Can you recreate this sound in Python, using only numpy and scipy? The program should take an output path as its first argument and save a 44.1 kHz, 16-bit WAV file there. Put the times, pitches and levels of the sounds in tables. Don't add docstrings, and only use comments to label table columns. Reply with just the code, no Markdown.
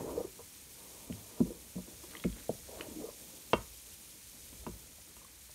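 import sys
import numpy as np
from scipy import signal
from scipy.fft import rfft, irfft
from scipy.io import wavfile
from scipy.ndimage import uniform_filter1d

SR = 44100
rng = np.random.default_rng(int(sys.argv[2]) if len(sys.argv) > 2 else 0)


def master(y):
    cut = np.clip(np.atleast_2d(y).T, -1, 1)
    pcm = np.round(cut * 32767)
    wavfile.write(sys.argv[1], SR, pcm.astype(np.int16))


N = 244660

# [t/s, rumble level/dB, slosh level/dB]
SLOSH_LEVELS = [(0, -53, -42.5), (.15, -60, -58), (.28, -62, -60.5), (.5, -69, -66), (1.0, -63.5, -60.5),
                (1.6, -65.5, -64.5), (2.7, -61.5, -60.5), (3.4, -68.5, -63.5), (4.2, -65, -67),
                (4.7, -59.5, -62), (5.15, -67.5, -66.5), (5.55, -62, -66.5)]
# [f/Hz, relative density/dB]
SLOSH_SPECTRUM = [(15, -35), (25, -5), (64, 11.5), (124, -1.5), (324, -4.5), (371, -7.5), (546, -8.5),
                  (757, -16.5), (802, -11.5), (1090, -11.5), (1250, -11.5), (1770, -8.5), (2500, -5.5),
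                  (3250, -71), (5500, -120)]
# [t/s, level/dB]
FIZZ_LEVELS = [(0.0, -53.5), (0.46, -54.5), (0.99, -53), (1.59, -54.5), (2.1, -52.5), (3.2, -52.5),
               (4.4, -53.5), (5.33, -56), (5.55, -54.5)]
# [f/Hz, relative density/dB]
FIZZ_SPECTRUM = [(900, -31), (1700, -14), (2300, -3.5), (3300, -0.5), (4200, 0.5), (4900, -0.5), (5600, 2),
                 (6800, 4), (7600, 1.5), (8900, 4.5), (9800, 3.5), (10300, -0.5), (11300, 2.5),
                 (16000, -3.5)]
# [f/Hz, t60/s, echo level/dB]
ROOM_ECHO = [(59, 0.35, 7), (247, 0.26, -15.5), (700, 0.2, -12), (1540, 0.26, -7), (4000, 0.083, -8)]
# [t/s, level/dB]
CRACKLE_BURSTS = [(2.12, -67), (2.4, -64), (2.79, -62)]
# [t/s, peak level/dB, f/Hz, t60/s]
PITCHED_BUBBLES = [(4.636, -53, 614, 0.015), (4.789, -68, 496, 0.029), (4.982, -56, 700, 0.015),
                   (5.215, -54.5, 1050, 0.016), (5.247, -52, 1100, 0.019)]
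# [t/s, peak level/dB, f/Hz, t60/s, neighbours' relative level/dB]
WET_CLICKS = [(1.125, -39, 2800, .006, -8), (2.11, -42.5, 2970, .008, -7), (2.135, -44, 1390, .008, -1),
              (2.151, -35, 2000, 0.014, -16), (2.169, -38, 3100, 0.01, -15), (2.199, -40, 3300, 0.014, -14),
              (2.239, -33, 2200, 0.029, -7.5), (2.327, -43, 3300, 0.0088, -16),
              (2.8095, -29, 2670, 0.0036, -10.5)]
# [t/s, peak level/dB, f/Hz, t60/s]
BLADE_SLIPS = [(0.175, -25.5, 461, 0.02), (0.202, -27.5, 470, 0.03), (0.243, -35.5, 376, 0.041),
               (2.805, -39.5, 406, 0.02), (2.918, -49, 295, 0.014), (2.958, -47, 332, 0.04),
               (3.003, -64, 397, 0.028), (3.038, -34.5, 446, 0.04), (3.086, -37.5, 510, 0.013)]
# [f/Hz, level/dB, t60/s before a blow's ring factor]
POT_MODES = [(58.6, -10, 1), (86.2, 4, 0.16), (107, -8.5, 0.68), (182.1, 0.5, 0.32), (239.1, -2.5, 0.31),
             (262.5, 6, 0.086), (308, -3.5, 0.14), (350, 8, 0.086), (417, -4, 0.056), (468, 9.5, 0.055),
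             (529, 6.5, 0.064), (613.6, 4.5, 0.073), (659, -13, 0.049), (775, -0.5, 0.037),
             (918, -36, 0.27), (944, -15, 0.15), (994, 0, 0.051), (1094, 0, 0.027), (1208, -13, 0.092),
             (1385, -12.5, 0.06), (1710, -18, 0.044), (2030, -23, 0.11), (2216, -5, 0.071),
             (2760, 5, 0.078), (2870, -1, 0.045), (3160, 14.5, 0.036), (3500, 12, 0.014),
             (4180, -25, 0.018), (4600, -12, .015), (5600, -16, .015)]
# [t/s, level/dB, best excited f/Hz, brightness/dB]
STROKES = [
    [(0, -45.5, 335, -40), (.086, -41, 430, -7.5), (.142, -44, 420, -15.5), (.21, -38.5, 443, -18),
     (.225, -56, 440, -7), (.254, -47.5, 398, -20), (.29, -77, 379, -17)],
    [(.77, -65, 525, -5), (1.1, -63.5, 524, -6), (1.36, -64, 500, -5), (1.41, -42, 380, -20)],
    [(1.45, -43, 337, -18), (1.52, -57, 384, -20), (1.62, -65, 390, -18)],
    [(1.9, -62, 514, -24), (2.1, -72, 380, -6), (2.15, -54.5, 382, -3), (2.23, -75, 405, -14)],
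    [(2.66, -78, 478, -23), (2.69, -52.5, 530, -35), (2.752, -51, 570, -35), (2.802, -49, 433, -4),
     (2.852, -52.5, 555, -20), (2.884, -49, 306, -16), (2.974, -48.5, 312, -45), (3.008, -42.5, 414, -26),
     (3.11, -58.5, 516, 4)],
    [(3.12, -67.5, 537, -15), (3.5, -74.5, 533, -12)],
]
# [t/s, level/dB, best excited f/Hz, spread/octaves, counter boom/dB, boom f/Hz,
# edge crack/dB, crack f/Hz, ring length/factor, shove/dB]
BLOWS = [(.391, -46.5, 430, 0.1, -14.5, 81, -4.5, 990, 1.7, -18),
         (1.097, -30.5, 219, 0.21, -5.5, 111, -16.5, 536, 0.93, -25),
         (1.4032, -13, 242, 0.38, -37, 57.7, -24, 640, 0.89, -31),
         (1.504, -33, 404, 0.14, -30, 80, -32, 900, 1.1, -35),
         (1.754, -32.5, 183, 0.34, -15, 65.4, -20, 483, 1.5, -19),
         (1.78, -44.5, 457, 0.56, -18, 65, -8, 970, 1.2, -22),
         (1.875, -42, 304, 0.41, -32, 80, -16, 890, 1, -27),
         (2.036, -47, 367, 0.18, -28, 81.5, -3, 980, 0.97, -20),
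         (2.246, -23, 187, 0.41, -36, 61, -9, 338, 0.97, -14.5),
         (2.4934, -17, 550, 0.42, -25, 80, -9, 250, 0.43, -39),
         (3.5324, -10.5, 456, 0.92, -22, 67, -5, 1328, 0.57, -32),
         (4.529, -45, 173, 0.55, -18, 59, -7, 1320, 0.55, -8),
         (4.665, -29, 263, 0.56, -14.5, 100, -3.5, 1050, 0.67, -20),
         (4.684, -36, 360, 0.28, -3.5, 167, -20, 800, 0.72, -28),
         (5.166, -51.5, 300, 0.49, -7, 80, 2, 1270, 0.64, -13),
         (5.492, -51.5, 760, 0.34, -12, 80, -16, 1100, 0.92, -19)]

CRACKLE_REST_DB, CRACKLE_RISE_DB_PER_S, CRACKLE_FALL_DB_PER_S = -74, 146, 135
SNAP_DB, SNAP_S = 11, 0.0018
STROKE_EDGE_S = 0.011
CHATTER_DB, CHATTER_S = -4.5, 0.0037
SHOVE_HZ, SHOVE_S = 53.4, 0.015
MIC_LOW_HZ, MIC_TOP_HZ = 36, 15720


def gain_of(db):
    return 10 ** (np.asarray(db) / 20)


def evened(x):
    return x / np.sqrt(np.mean(x ** 2) + 1e-20)


def read(points, hz):
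    f, value = np.transpose(points)
    return np.interp(np.log(hz + 1), np.log(f + 1), value)


def curve(rows):
    return np.interp(np.arange(N) / SR, *np.transpose(rows))


def colour(x, points):
    density_db = read(points, np.fft.rfftfreq(len(x), 1 / SR))
    return evened(irfft(rfft(x) * gain_of(density_db), len(x)))


def band_of(x, order, edges_hz, kind="band"):
    return signal.sosfilt(signal.butter(order, edges_hz, kind, fs=SR, output="sos"), x)


def random_hits(count, per_s, spread_db, most):
    size = gain_of(spread_db * np.minimum(rng.exponential(1, count), most))
    return size * (rng.random(count) < per_s / SR)


def add(mix, s, sound):
    part = mix[round(s * SR):][:len(sound)]
    part += sound[:len(part)]


def blip(db, hz, t60, rise_cycles):
    t = np.arange(4000) / SR
    rise = 1 - np.exp(-(t * hz / rise_cycles) ** 2)
    ring = gain_of(-60 * t / t60) * rise * np.sin(2 * np.pi * hz * t)
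    return gain_of(db) * ring / abs(ring).max()


def bell(hz, centre_hz, octaves):
    return np.exp(-.5 * (np.log2(hz / centre_hz) / np.maximum(octaves, .1)) ** 2)


def slosh(lumpy_db=2.2, split_hz=145, top_hz=800):
    noise = colour(rng.standard_normal(N), SLOSH_SPECTRUM)
    rows = np.array(SLOSH_LEVELS)
    out = gain_of(-70) * evened(band_of(noise, 4, top_hz, "high"))
    for column, edges_hz in [(1, [20, split_hz]), (2, [split_hz, top_hz])]:
        lumps = evened(uniform_filter1d(rng.standard_normal(N), 2500))
        level_db = curve(rows[:, [0, column]]) + lumpy_db * lumps
        out = out + gain_of(level_db) * evened(band_of(noise, 3, edges_hz))
    return out


def fizz(per_s=12000, spread_db=4.5, flicker_db=0.61, cycles=1.77):
    t, pops = np.arange(128) / SR, np.zeros(N)
    sizes_hz = np.geomspace(1800, 15000, num=16)
    for hz in sizes_hz:
        bursts = random_hits(N, per_s / len(sizes_hz), spread_db, 5)
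        pop = np.sin(2 * np.pi * hz * t) * hz * t * np.exp(-hz * t / cycles)
        pops += signal.oaconvolve(bursts, pop * np.sqrt(hz) / np.linalg.norm(pop))[:N]
    flicker = evened(uniform_filter1d(rng.standard_normal(N), 1500))
    blur = rng.standard_normal(N)
    level_db = curve(FIZZ_LEVELS) + flicker_db * flicker
    return gain_of(level_db) * colour(0.47 * evened(pops) + blur, FIZZ_SPECTRUM)


def kitchen(x):
    taps, walls = np.zeros(SR // 2), np.array(ROOM_ECHO)
    at = np.arange(200, len(taps) - 20, 20)
    taps[at + rng.integers(0, 20, len(at))] = rng.choice([-1., 1.], len(at))
    hz, t, bands = signal.stft(taps, SR, nperseg=512)
    fade = gain_of(-60 * t / read(walls[:, :2], hz)[:, None])
    fade = fade / np.sqrt(np.mean(fade ** 2, 1, keepdims=True))
    fade = fade * gain_of(read(walls[:, ::2], hz))[:, None]
    echo = signal.istft(bands * fade, SR, nperseg=512)[1] / np.sqrt(len(at))
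    return signal.oaconvolve(x, echo)[:N]


def crackle(per_s=500, spread_db=-3.0):
    snaps, t = np.zeros(N), np.arange(N) / SR
    for hz in np.geomspace(1300, 4300, num=8):
        hits = random_hits(N, per_s / 8, spread_db, 4)
        snaps += signal.oaconvolve(hits, blip(0, hz, 0.0034, 0.55))[:N]
    level = gain_of(CRACKLE_REST_DB)
    for s, db in CRACKLE_BURSTS:
        drop_db = np.maximum(CRACKLE_RISE_DB_PER_S * (s - t), CRACKLE_FALL_DB_PER_S * (t - s))
        level = level + gain_of(db - drop_db)
    return level * evened(snaps)


def click(db, hz, t60, beside_db):
    ratios = (.62, .75, .87, 1.15, 1.32, 1.52)
    beside = sum(blip(beside_db, hz * ratio, t60 * .7, .6) for ratio in ratios)
    puff = rng.standard_normal(4000) * np.exp(-np.arange(4000) / SR / SNAP_S)
    puff = band_of(puff, 4, [hz * 0.536, hz * 1.5])
    puff = gain_of(SNAP_DB + beside_db) * puff / abs(puff).max()
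    snap = blip(0, hz, t60, 1.0) + beside + puff
    return gain_of(db) * snap / abs(snap).max()


def scrape(rows, per_s=900, spread_db=4.0):
    s, *columns = np.transpose(rows)
    t = np.arange(s[0], s[-1], 1 / SR)
    db, centre_hz, bright_db = (np.interp(t, s, column) for column in columns)
    drag, ring = np.zeros(len(t)), np.arange(4000) / SR
    for hz, _, t60 in POT_MODES[3:20]:
        grips = random_hits(len(t), per_s, spread_db, 4) * rng.choice([-1., 1.], len(t))
        mode = np.sin(2 * np.pi * hz * ring) * gain_of(-60 * ring / t60)
        share = bell(hz, centre_hz, 0.44) + gain_of(bright_db) * bell(hz, 1020, 0.27)
        drag += signal.oaconvolve(grips * share, mode / np.linalg.norm(mode))[:len(t)]
    running_rms = np.sqrt(uniform_filter1d(drag ** 2, 4000) + 1e-12)
    edges = np.clip(np.minimum(t - s[0], s[-1] - t) / STROKE_EDGE_S, 0, 1)
    return s[0], gain_of(db) * drag / running_rms * edges


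def knock(db, centre_hz, octaves, boom_db, boom_hz, crack_db, crack_hz, ring, shove_db):
    hz, mode_db, t60 = np.transpose(POT_MODES)[:, :, None]
    t = np.arange(SR // 2) / SR
    body = bell(hz, centre_hz, octaves)
    boom = gain_of(boom_db) * bell(hz, boom_hz, 0.42)
    crack = gain_of(crack_db) * bell(hz, crack_hz, 0.56)
    share = body / np.linalg.norm(body) + boom + crack
    drift = 1 + .007 * rng.standard_normal(hz.shape)
    smother = np.exp(-(t / (0.046 * ring)) ** 2 * (hz > 130))
    swell = 1 - np.exp(-(t * hz / 1.01) ** 2)
    fade = gain_of(mode_db - 60 * t / (t60 * ring))
    modes = share * swell * smother * fade * np.sin(2 * np.pi * hz * drift * t)
    chatter = rng.standard_normal(len(t)) * np.exp(-t / CHATTER_S) * (1 - np.exp(-t * crack_hz))
    chatter = band_of(chatter, 3, [crack_hz * 0.31, crack_hz * 3.02])
    shove = np.e * t / SHOVE_S * np.exp(-t / SHOVE_S) * np.sin(2 * np.pi * SHOVE_HZ * t)
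    impact = modes.sum(0) + gain_of(crack_db + CHATTER_DB) * chatter + gain_of(shove_db) * shove
    return gain_of(db) * impact


def scene():
    spatula = np.zeros(N)
    for s, *snap in WET_CLICKS:
        add(spatula, s, click(*snap))
    for s, db, hz, t60 in BLADE_SLIPS + PITCHED_BUBBLES:
        add(spatula, s, blip(db, hz, t60, 3.1))
    for rows in STROKES:
        add(spatula, *scrape(rows))
    for s, *blow in BLOWS:
        add(spatula, s, knock(*blow))
    return (slosh() + fizz() + crackle() + kitchen(spatula) + spatula)[None]


def record(dry):
    lean = band_of(dry, 4, MIC_LOW_HZ, "high")
    treble_limit = signal.firwin(1023, MIC_TOP_HZ, window=("kaiser", 10), fs=SR)
    return signal.oaconvolve(lean, treble_limit[None], "same")


dry = scene()
out = record(dry)
master(out)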